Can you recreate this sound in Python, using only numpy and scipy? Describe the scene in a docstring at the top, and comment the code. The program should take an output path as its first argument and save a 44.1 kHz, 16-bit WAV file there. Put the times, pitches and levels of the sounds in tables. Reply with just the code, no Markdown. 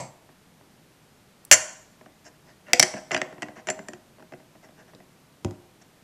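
"""In a small room, at a table, a hand cuts a stack of plastic poker chips, sets one half down with
a loud slap and riffles the halves together; chips slide and the hand lands with a dull knock.
Each contact is a force exciting damped modes of tabletop, pressed stack, chip plates and table slab.
Dense, uneven early echoes and a diffuse tail follow, over steady low rumble and hiss.
The close microphone overloads on the hardest clacks."""
import sys
import numpy as np
from scipy import signal
from scipy.fft import rfft, irfft
from scipy.io import wavfile

SR = 44100
rng = np.random.default_rng(int(sys.argv[2]) if len(sys.argv) > 2 else 0)


def log_audio(samples):
    """Write samples as a 16-bit WAV file to the path given in sys.argv[1]."""
    # one column per channel
    frames = np.atleast_2d(samples).T
    # limit to full scale, then quantise
    limited = np.clip(frames, -1, 1)
    pcm = np.round(limited * 32767).astype(np.int16)
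    wavfile.write(sys.argv[1], SR, pcm)


N = 266231
RING_TIME = np.arange(SR // 2) / SR  # s

# Mode tables give nominal tuning and relative level; pitch factors and random spread act on them.
# tabletop knocking under a chip: [f/Hz, level/dB, t60/s]
TABLETOP_MODES = [(490, -10, 0.094), (538.7, -10, 0.035), (626, 0, 0.086), (715, -2, 0.035),
                  (789, -9.5, 0.04), (1080, -7.5, 0.0068)]
# chips pressed together, damped by the fingers: [f/Hz, level/dB, t60/s]
STACK_MODES = [(1370, -9, 0.026), (1604, -2, 0.0067), (1847, 2, .02), (2000, 1.5, 0.017), (2420, -7, 0.012),
               (2760, -1, .013), (3150, -8, .007), (3380, -11, 0.0041)]
# plate modes of a held chip: [f/Hz, level/dB, t60/s]
CHIP_MODES = [(4430, -8.5, .01), (5236, -3, 0.0043), (5790, -0.5, 0.012), (6130, 2, 0.012),
              (6750, -7, .008), (8110, -2.5, .01), (8340, -7, 0.0045), (11020, -17.5, .01),
              (12000, -18, 0.0086)]
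# a chip that is free to ring: [f/Hz, level/dB, t60/s]
LOOSE_CHIP_MODES = [(4420, -17, .06), (7265, 0, .06), (7570, -8, .03), (9900, -21, .04)]
# the table's slab giving under a chip: [f/Hz, level/dB, t60/s]
SLAB_MODES = [(108, -7, 0.068), (154, -4, .07), (192, 0, .08), (239.3, 0, 0.12), (288, 0, 0.18),
              (365, 1, 0.14), (450, -4, .06)]
# the whole table under a soft blow: [f/Hz, level/dB, t60/s]
TABLE_BODY_MODES = [(67.66, -17.5, .16), (99.3, -0.5, 0.21), (132, -7, 0.05), (179, -4, 0.17),
                    (237, -9.5, 0.11), (287, -8, 0.18), (354, -5.5, .15), (437, -12.5, .06),
                    (550, -16.5, 0.092), (632, -16, 0.09), (764, -14.5, 0.061), (960, -20.5, 0.046)]
# the whole stack rocking to rest on the table: [f/Hz, level/dB, t60/s]
ROCKING_MODES = [(136, 1, 0.08), (290, -6.5, 0.024), (596, 3.5, 0.016), (830, -2, 0.025), (890, -2, 0.053),
                 (1020, 1.5, 0.0063), (1770, -10, 0.023), (2170, -3, 0.0059), (4520, -8, 0.0049),
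                 (6240, -5.5, 0.003), (7600, 0, 0.0096), (8350, -5.5, 0.0026)]

# chips falling on chips in the riffle:
# [t/s, stack level/dB, rim snap over that level/dB, pitch factor, chatter decay/s]
RIFFLE_CLACKS = [(2.733, -14.5, 1, .98, 0.0006), (2.7963, -15, 6, .97, 0.00073),
                 (2.7997, -29, 16, .88, .0012), (2.8269, -17.5, 2.5, 0.93, 0.0013),
                 (2.8326, -25.5, 5, 0.88, 0.0013), (3.109, -31.5, -17, 0.82, .003),
                 (3.1159, -28, -9, 0.93, .003), (3.146, -23, -10.5, 0.95, 0.0012),
                 (3.1648, -28, -7, 0.83, 0.0021), (3.176, -33.5, -6, 0.88, 0.0052),
                 (3.2161, -25.5, -10, .91, 0.00099), (3.4211, -33.5, -7.5, 1, 0.0018),
                 (3.429, -33.5, -11.5, 0.99, 0.0026), (3.671, -39.5, -3, 0.98, .003),
                 (3.687, -29, -11.5, 0.94, 0.0012), (3.7008, -31, 1.5, 0.98, 0.0033),
                 (3.8853, -40, -3, 1, 0.00063), (3.934, -45, -6, 1, 0.00096),
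                 (4.949, -68.5, 12, 0.73, .001)]
# chips and fingers rubbing: [t/s, length/s, tabletop level/dB, rim scratch over that level/dB]
CHIP_SLIDES = [(2.24, .052, -55, 0), (2.444, 0.1, -61.5, -7), (2.655, .085, -50.5, -16.5),
               (2.946, 0.052, -44.5, -13), (3.114, 0.046, -35, -6.5), (3.547, 0.069, -52, -11.5),
               (3.674, .03, -35, -18), (4.615, 0.059, -59, -7), (4.762, 0.075, -59, -11),
               (4.869, 0.046, -62, -9), (5.811, 0.018, -60.5, 1.5)]
# blows of the hand on the table: [t/s, thud level/dB, knuckle tick level/dB]
HAND_KNOCKS = [(5.4471, -20.5, -36), (5.46, -33, -63.5), (5.5096, -39.5, -51)]
# fingers nudging the piles against the table: [t/s, tabletop level/dB]
FINGER_NUDGES = [(.291, -54), (.611, -56), (2.011, -49.5), (2.06, -48.5), (2.939, -32), (3.327, -43),
                 (3.381, -46), (3.485, -41.5), (3.568, -46.5), (3.791, -36.5), (4.224, -49.5), (4.322, -43),
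                 (4.336, -42.5), (4.644, -55), (4.935, -52), (5.003, -52)]
# looseness of the fingers' hold: [t/s, level of the free ring over the snap/dB]
GRIP_LOOSENESS = [(1.55, -4), (2.72, -25), (2.85, -30), (3.12, -7), (3.22, -19), (3.43, -14), (3.68, 0),
                  (3.93, -8), (5.0, -12)]

# spectrum of the room's late answer: [f/Hz, gain/dB]
TAIL_COLOUR = [(100, -15.5), (300, -13.5), (600, -10.5), (900, -8.5), (1250, -14), (2000, -20.5),
               (3500, -18.5), (5000, -20), (7500, -18.5), (10000, -18.5), (15000, -30)]
# decay of the late answer: [f/Hz, t60/s]
TAIL_T60 = [(100, .45), (700, .62), (2000, .6), (5000, .53), (7300, .54), (10000, .4), (15000, .24)]
# spectral shape of the background: [f/Hz, relative level per Hz/dB]
FLOOR_COLOUR = [(25, -17), (55, -12), (90, -10), (140, -2), (230, -6), (400, -11), (650, -14),
                (1000, -16.5), (2000, -20), (5000, -25), (8000, -27.5), (14000, -31)]

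# a clack of middling strength sets these levels (dB); knock and thump follow a share of its swing
MIDDLING_DB, KNOCK_DB, KNOCK_FOLLOWS, THUMP_DB, THUMP_FOLLOWS = -29.5, -33, 0.83, -36, 0.33
STACK_OCT_PER_DB = .012  # blows above middling press the stack tighter and raise its pitch
SLAP_S, SLAP_DB, SLAP_CHATTER_S, SLAP_PITCH = 1.513, -9.5, 0.0025, 1.02
BOUNCE_GAP_S, BOUNCE_SHRINK = .0108, .72  # first gap, factor from gap to gap
BOUNCE_LOSS_DB = 2  # per bounce
STACK_LOSS_DB = 1.5  # further loss of the pressed clack per bounce, as the pile loosens
PILE_LAG_S = .0018  # from a landing until the upper chips snap shut
RIM_TICK_S, RIM_TICK_DB, RIM_TICK_PITCH = 1.4506, -46.5, 1.4
FIDGET_S, FIDGET_COUNT, FIDGET_DB = (4.15, 4.85), 6, -54.5  # time span, touches, level
ROCKING_DB, ROCKING_DIES_S = -29, 0.041  # level, time constant of the chatter
FLOOR_DB, HISS_TOP_HZ = -57.3, 14300  # rms level and upper edge of the background
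CUTOFF_HZ = 16000  # upper edge of the recorded sound
LEVEL_WINDOW_S = .01  # an event's energy is that of its level held this long


def slap(thump_db=-35, top_db=-17, snap_db=-2.5, pile_top_db=-13, pile_stack_db=-10,
         pile_snap_db=3, pile_loss_db=2.5, thud_db=-33, push_s=0.0016, count=5):
    """Repeated impact: the half stack thuds and bounces at shrinking gaps, its upper chips snapping shut."""
    out, s = np.zeros(N), SLAP_S
    push = RING_TIME * np.exp(-RING_TIME / push_s)
    add(out, s, ring(push, TABLE_BODY_MODES, spread_db=1.0, detune=.006), thud_db)
    for k in range(count):
        db = SLAP_DB - BOUNCE_LOSS_DB * k
        out += strike(s, db + thump_db, db + top_db, db - STACK_LOSS_DB * k, db + snap_db,
                      1, SLAP_PITCH, SLAP_CHATTER_S)
        pile_db = db - pile_loss_db * k
        out += strike(s + PILE_LAG_S, pile_db + thump_db, pile_db + pile_top_db,
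                      pile_db + pile_stack_db, pile_db + pile_snap_db, 1, SLAP_PITCH, SLAP_CHATTER_S)
        s += BOUNCE_GAP_S * BOUNCE_SHRINK ** k
    return out


def clacks():
    """Common excitation: one strength sets each riffled chip's clack, tabletop knock and slab thump."""
    out = np.zeros(N)
    for s, db, snap_db, pitch, chatter_s in RIFFLE_CLACKS:
        over_db = db - MIDDLING_DB
        thump_db = THUMP_DB + THUMP_FOLLOWS * over_db
        knock_db = KNOCK_DB + KNOCK_FOLLOWS * over_db
        stack_pitch = 2 ** (STACK_OCT_PER_DB * max(over_db, 0))
        out += strike(s, thump_db, knock_db, db, db + snap_db, stack_pitch, pitch, chatter_s)
    return out


def strike(s, thump_db, top_db, stack_db, chip_db, stack_pitch, pitch, chatter_s,
           touch_share=1.1, hard_db=-18):
    """Impulsive contact: a chip's rim gives one sharp touch, then decaying chatter excites the modes."""
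    out, t = np.zeros(N), RING_TIME[:SR // 6]
    chatter = grains(len(t), uneven_db=0.5) * np.exp(-t / max(chatter_s, 1e-4))
    force = unit_energy(chatter)
    force[0] = touch_share
    hardness = min(1, from_db(chip_db - hard_db))
    parts = chip_parts(force, stack_pitch, pitch, crack_db=-3.5, hardness=hardness)
    for part, db in zip(parts, (top_db, stack_db, chip_db)):
        add(out, s, part, db)
    thump = band(ring(force, SLAB_MODES, spread_db=4, detune=0.036), 85, 780)
    add(out, s, thump, thump_db)
    loose_db = np.interp(s, *np.transpose(GRIP_LOOSENESS))
    add(out, s, ring(force, LOOSE_CHIP_MODES, spread_db=3.5, detune=.005), chip_db + loose_db)
    return out


def chip_parts(force, stack_pitch, pitch, crack_db, hardness, soft_hz=2300, hard_hz=7000):
    """Modal density: discrete modes plus a noise band for dense, damped ones; harder blows reach higher."""
    crack = from_db(crack_db)
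    top = ring(force, TABLETOP_MODES, spread_db=3.5, detune=0.012)
    top = top + crack * unit_energy(band(force, 520, 1300))
    stack = ring(force, STACK_MODES, stack_pitch, spread_db=2, detune=0.029)
    stack = stack + crack * unit_energy(band(force, 1600, 5500))
    chip = ring(force, CHIP_MODES, pitch, spread_db=3.5, detune=0.019)
    chip = chip + crack * unit_energy(band(force, 4800 * pitch, 8500 * pitch))
    stack_top_hz = soft_hz + (hard_hz - soft_hz) * hardness
    chip_top_hz = 9000 * pitch * (1 + hardness)
    return dull(top, 1600), dull(stack, stack_top_hz), dull(chip, chip_top_hz)


def knocks(contact_s=0.00073, tick_s=0.0016):
    """Contact time: the knuckle's tick is short noise, while a soft push wakes the table's low modes."""
    out = np.zeros(N)
    push = RING_TIME * np.exp(-RING_TIME / contact_s)
    for s, thud_db, tick_db in HAND_KNOCKS:
        add(out, s, ring(push, TABLE_BODY_MODES, spread_db=2.0, detune=0.0071), thud_db)
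        tick = grains(len(RING_TIME), uneven_db=3) * np.exp(-RING_TIME / tick_s)
        add(out, s, band(tick, 500, 2560) + .5 * band(tick, 4200, 7700), tick_db)
    return out


def slides(rumble_db=-6, stack_db=-2):
    """Friction as dense micro-impacts: textured faces rub in a swell that also rumbles the slab."""
    out = np.zeros(N)
    for s, length_s, db, scratch_db in CHIP_SLIDES:
        stroke = np.sin(np.pi * np.clip(RING_TIME / length_s, 0, 1))
        force = grains(len(stroke), uneven_db=7.0) * stroke
        parts = chip_parts(force, 0.94, 0.93, crack_db=-2.5, hardness=0)
        for part, part_db in zip(parts, (0, stack_db, scratch_db)):
            add(out, s, part, db + part_db, length_s)
        rumble = band(ring(force, SLAB_MODES, spread_db=3, detune=.05), 130, 600)
        add(out, s, rumble, db + rumble_db, length_s)
    return out


def rocking():
    """Decaying chatter: the stack, just set down, rocks to rest and excites its modes ever less."""
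    out = np.zeros(N)
    force = grains(len(RING_TIME), uneven_db=4.5) * np.exp(-RING_TIME / ROCKING_DIES_S)
    add(out, 0, dull(ring(force, ROCKING_MODES, spread_db=1.0, detune=0.0054), 9700), ROCKING_DB)
    return out


def nudges(thump_db=-1.5, stack_db=-8.5, snap_db=-22, stack_pitch=.97, pitch=0.89, chatter_s=.0022):
    """Soft excitation: pushes mostly heard through the table, with faint random touches of squaring up."""
    out = np.zeros(N)
    fidgets = [(rng.uniform(*FIDGET_S), FIDGET_DB) for _ in range(FIDGET_COUNT)]
    for s, db in [*FINGER_NUDGES, *fidgets]:
        out += strike(s, db + thump_db, db, db + stack_db, db + snap_db, stack_pitch, pitch, chatter_s)
    return out


def rim_tick(chatter_s=.0008):
    """Isolated plate: two rims tick as the cut half is lowered; off the table only the chip sounds."""
    out = np.zeros(N)
    force = grains(len(RING_TIME), uneven_db=0.5) * np.exp(-RING_TIME / chatter_s)
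    tick = ring(force, CHIP_MODES, RIM_TICK_PITCH, spread_db=3)
    tick = tick + unit_energy(band(force, 6500, 14000))
    add(out, RIM_TICK_S, tick, RIM_TICK_DB)
    return out


def room(x, early_db=-13, early_t60=0.21, first_echo_s=0.002, build_s=.012):
    """Reverberation: uneven echoes from hand, body and table, and a diffuse tail that dies band by band."""
    t = np.arange(int(.8 * SR)) / SR
    edges = np.geomspace(70, 17000, 17)
    white, tail = rng.standard_normal((2, len(t))), 0
    for k, (low, high) in enumerate(zip(edges, edges[1:])):
        hz = np.sqrt(low * high)
        decay = np.exp(-np.log(1000) * t / at_hz(TAIL_T60, hz))
        fade = unit_energy(decay * (1 - np.exp(-t / build_s)))
        # neighbouring bands take turns between two independent noises
        tail = tail + from_db(at_hz(TAIL_COLOUR, hz)) * band(white[k % 2], low, high) * fade
    echoes = grains(len(t), uneven_db=8.5) * (t > first_echo_s)
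    echoes = echoes * np.exp(-np.log(1000) * t / early_t60)
    early = from_db(early_db) * band(unit_energy(echoes), 90, 8100)
    return signal.fftconvolve(x, tail + early)[:N]


def background():
    """Stationary coloured noise: a spectral weighting of white noise gives low room rumble and hiss."""
    hz = np.maximum(np.arange(N // 2 + 1) * SR / N, 1)
    colour = from_db(at_hz(FLOOR_COLOUR, hz)) * (hz < HISS_TOP_HZ)
    noise = irfft(rfft(rng.standard_normal(N)) * colour, N)
    return from_db(FLOOR_DB) * np.sqrt(N) * unit_energy(noise)


def ring(force, modes, pitch=1, spread_db=5.5, detune=.015):
    """Modal superposition: a force drives damped resonators; grip and contact point vary level and tuning."""
    out = 0
    variations = rng.standard_normal((len(modes), 2))
    for k, ((hz, db, t60), (louder, sharper)) in enumerate(zip(modes, variations)):
        r = from_db(-60 / (t60 * SR))  # pole radius: 60 dB lost in t60
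        w = 2 * np.pi * hz * pitch * (1 + detune * sharper) / SR
        tone = signal.lfilter([1, 0, -1], [1, -2 * r * np.cos(w), r * r], force + 1e-18)
        out = out + (-1) ** k * from_db(db + spread_db * louder) * unit_energy(tone)
    return unit_energy(out)


def grains(size, uneven_db):
    """Random excitation: tiny touches of uneven strength."""
    return rng.standard_normal(size) * from_db(uneven_db * rng.standard_normal(size))


def band(x, low_hz, high_hz):
    """Band-pass filtering: keep what lies between two frequencies."""
    edges = [low_hz, min(high_hz, .45 * SR)]
    return signal.sosfilt(signal.butter(2, edges, "band", fs=SR, output="sos"), x)


def dull(x, top_hz):
    """Low-pass filtering: weaken what lies above a frequency."""
    return signal.sosfilt(signal.butter(2, min(top_hz, .45 * SR), fs=SR, output="sos"), x)


def at_hz(points, hz):
    """Interpolation of a spectrum on a log-frequency axis."""
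    known_hz, values = np.transpose(points)
    return np.interp(np.log(hz), np.log(known_hz), values)


def from_db(db):
    """Logarithmic level: decibels to amplitude ratio."""
    return 10 ** (np.asarray(db) / 20)


def unit_energy(x):
    """Energy normalization: scale the sum of squares to one."""
    return x / np.sqrt(np.sum(x ** 2) + 1e-20)


def add(track, s, sound, db, over_s=LEVEL_WINDOW_S):
    """Superposition: mix in a sound whose energy equals an rms level of db held for over_s."""
    start = max(0, int(s * SR))
    gain = from_db(db) * np.sqrt(abs(over_s) * SR)
    part = (gain * unit_energy(sound))[:max(0, N - start)]
    track[start:start + len(part)] += part


def scene():
    """Linear superposition: chips and hand close by, their room response and the background."""
    direct = rocking() + rim_tick() + slap() + clacks() + nudges() + slides() + knocks()
    return (direct + room(direct) + background())[None]


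def record(dry):
    """Overload and band limit: peaks clip at full scale, then a steep low-pass cuts the top."""
    clipped = np.clip(dry, -1, 1)
    return signal.sosfilt(signal.ellip(8, .1, 60, CUTOFF_HZ, fs=SR, output="sos"), clipped)


dry = scene()
out = record(dry)
log_audio(out)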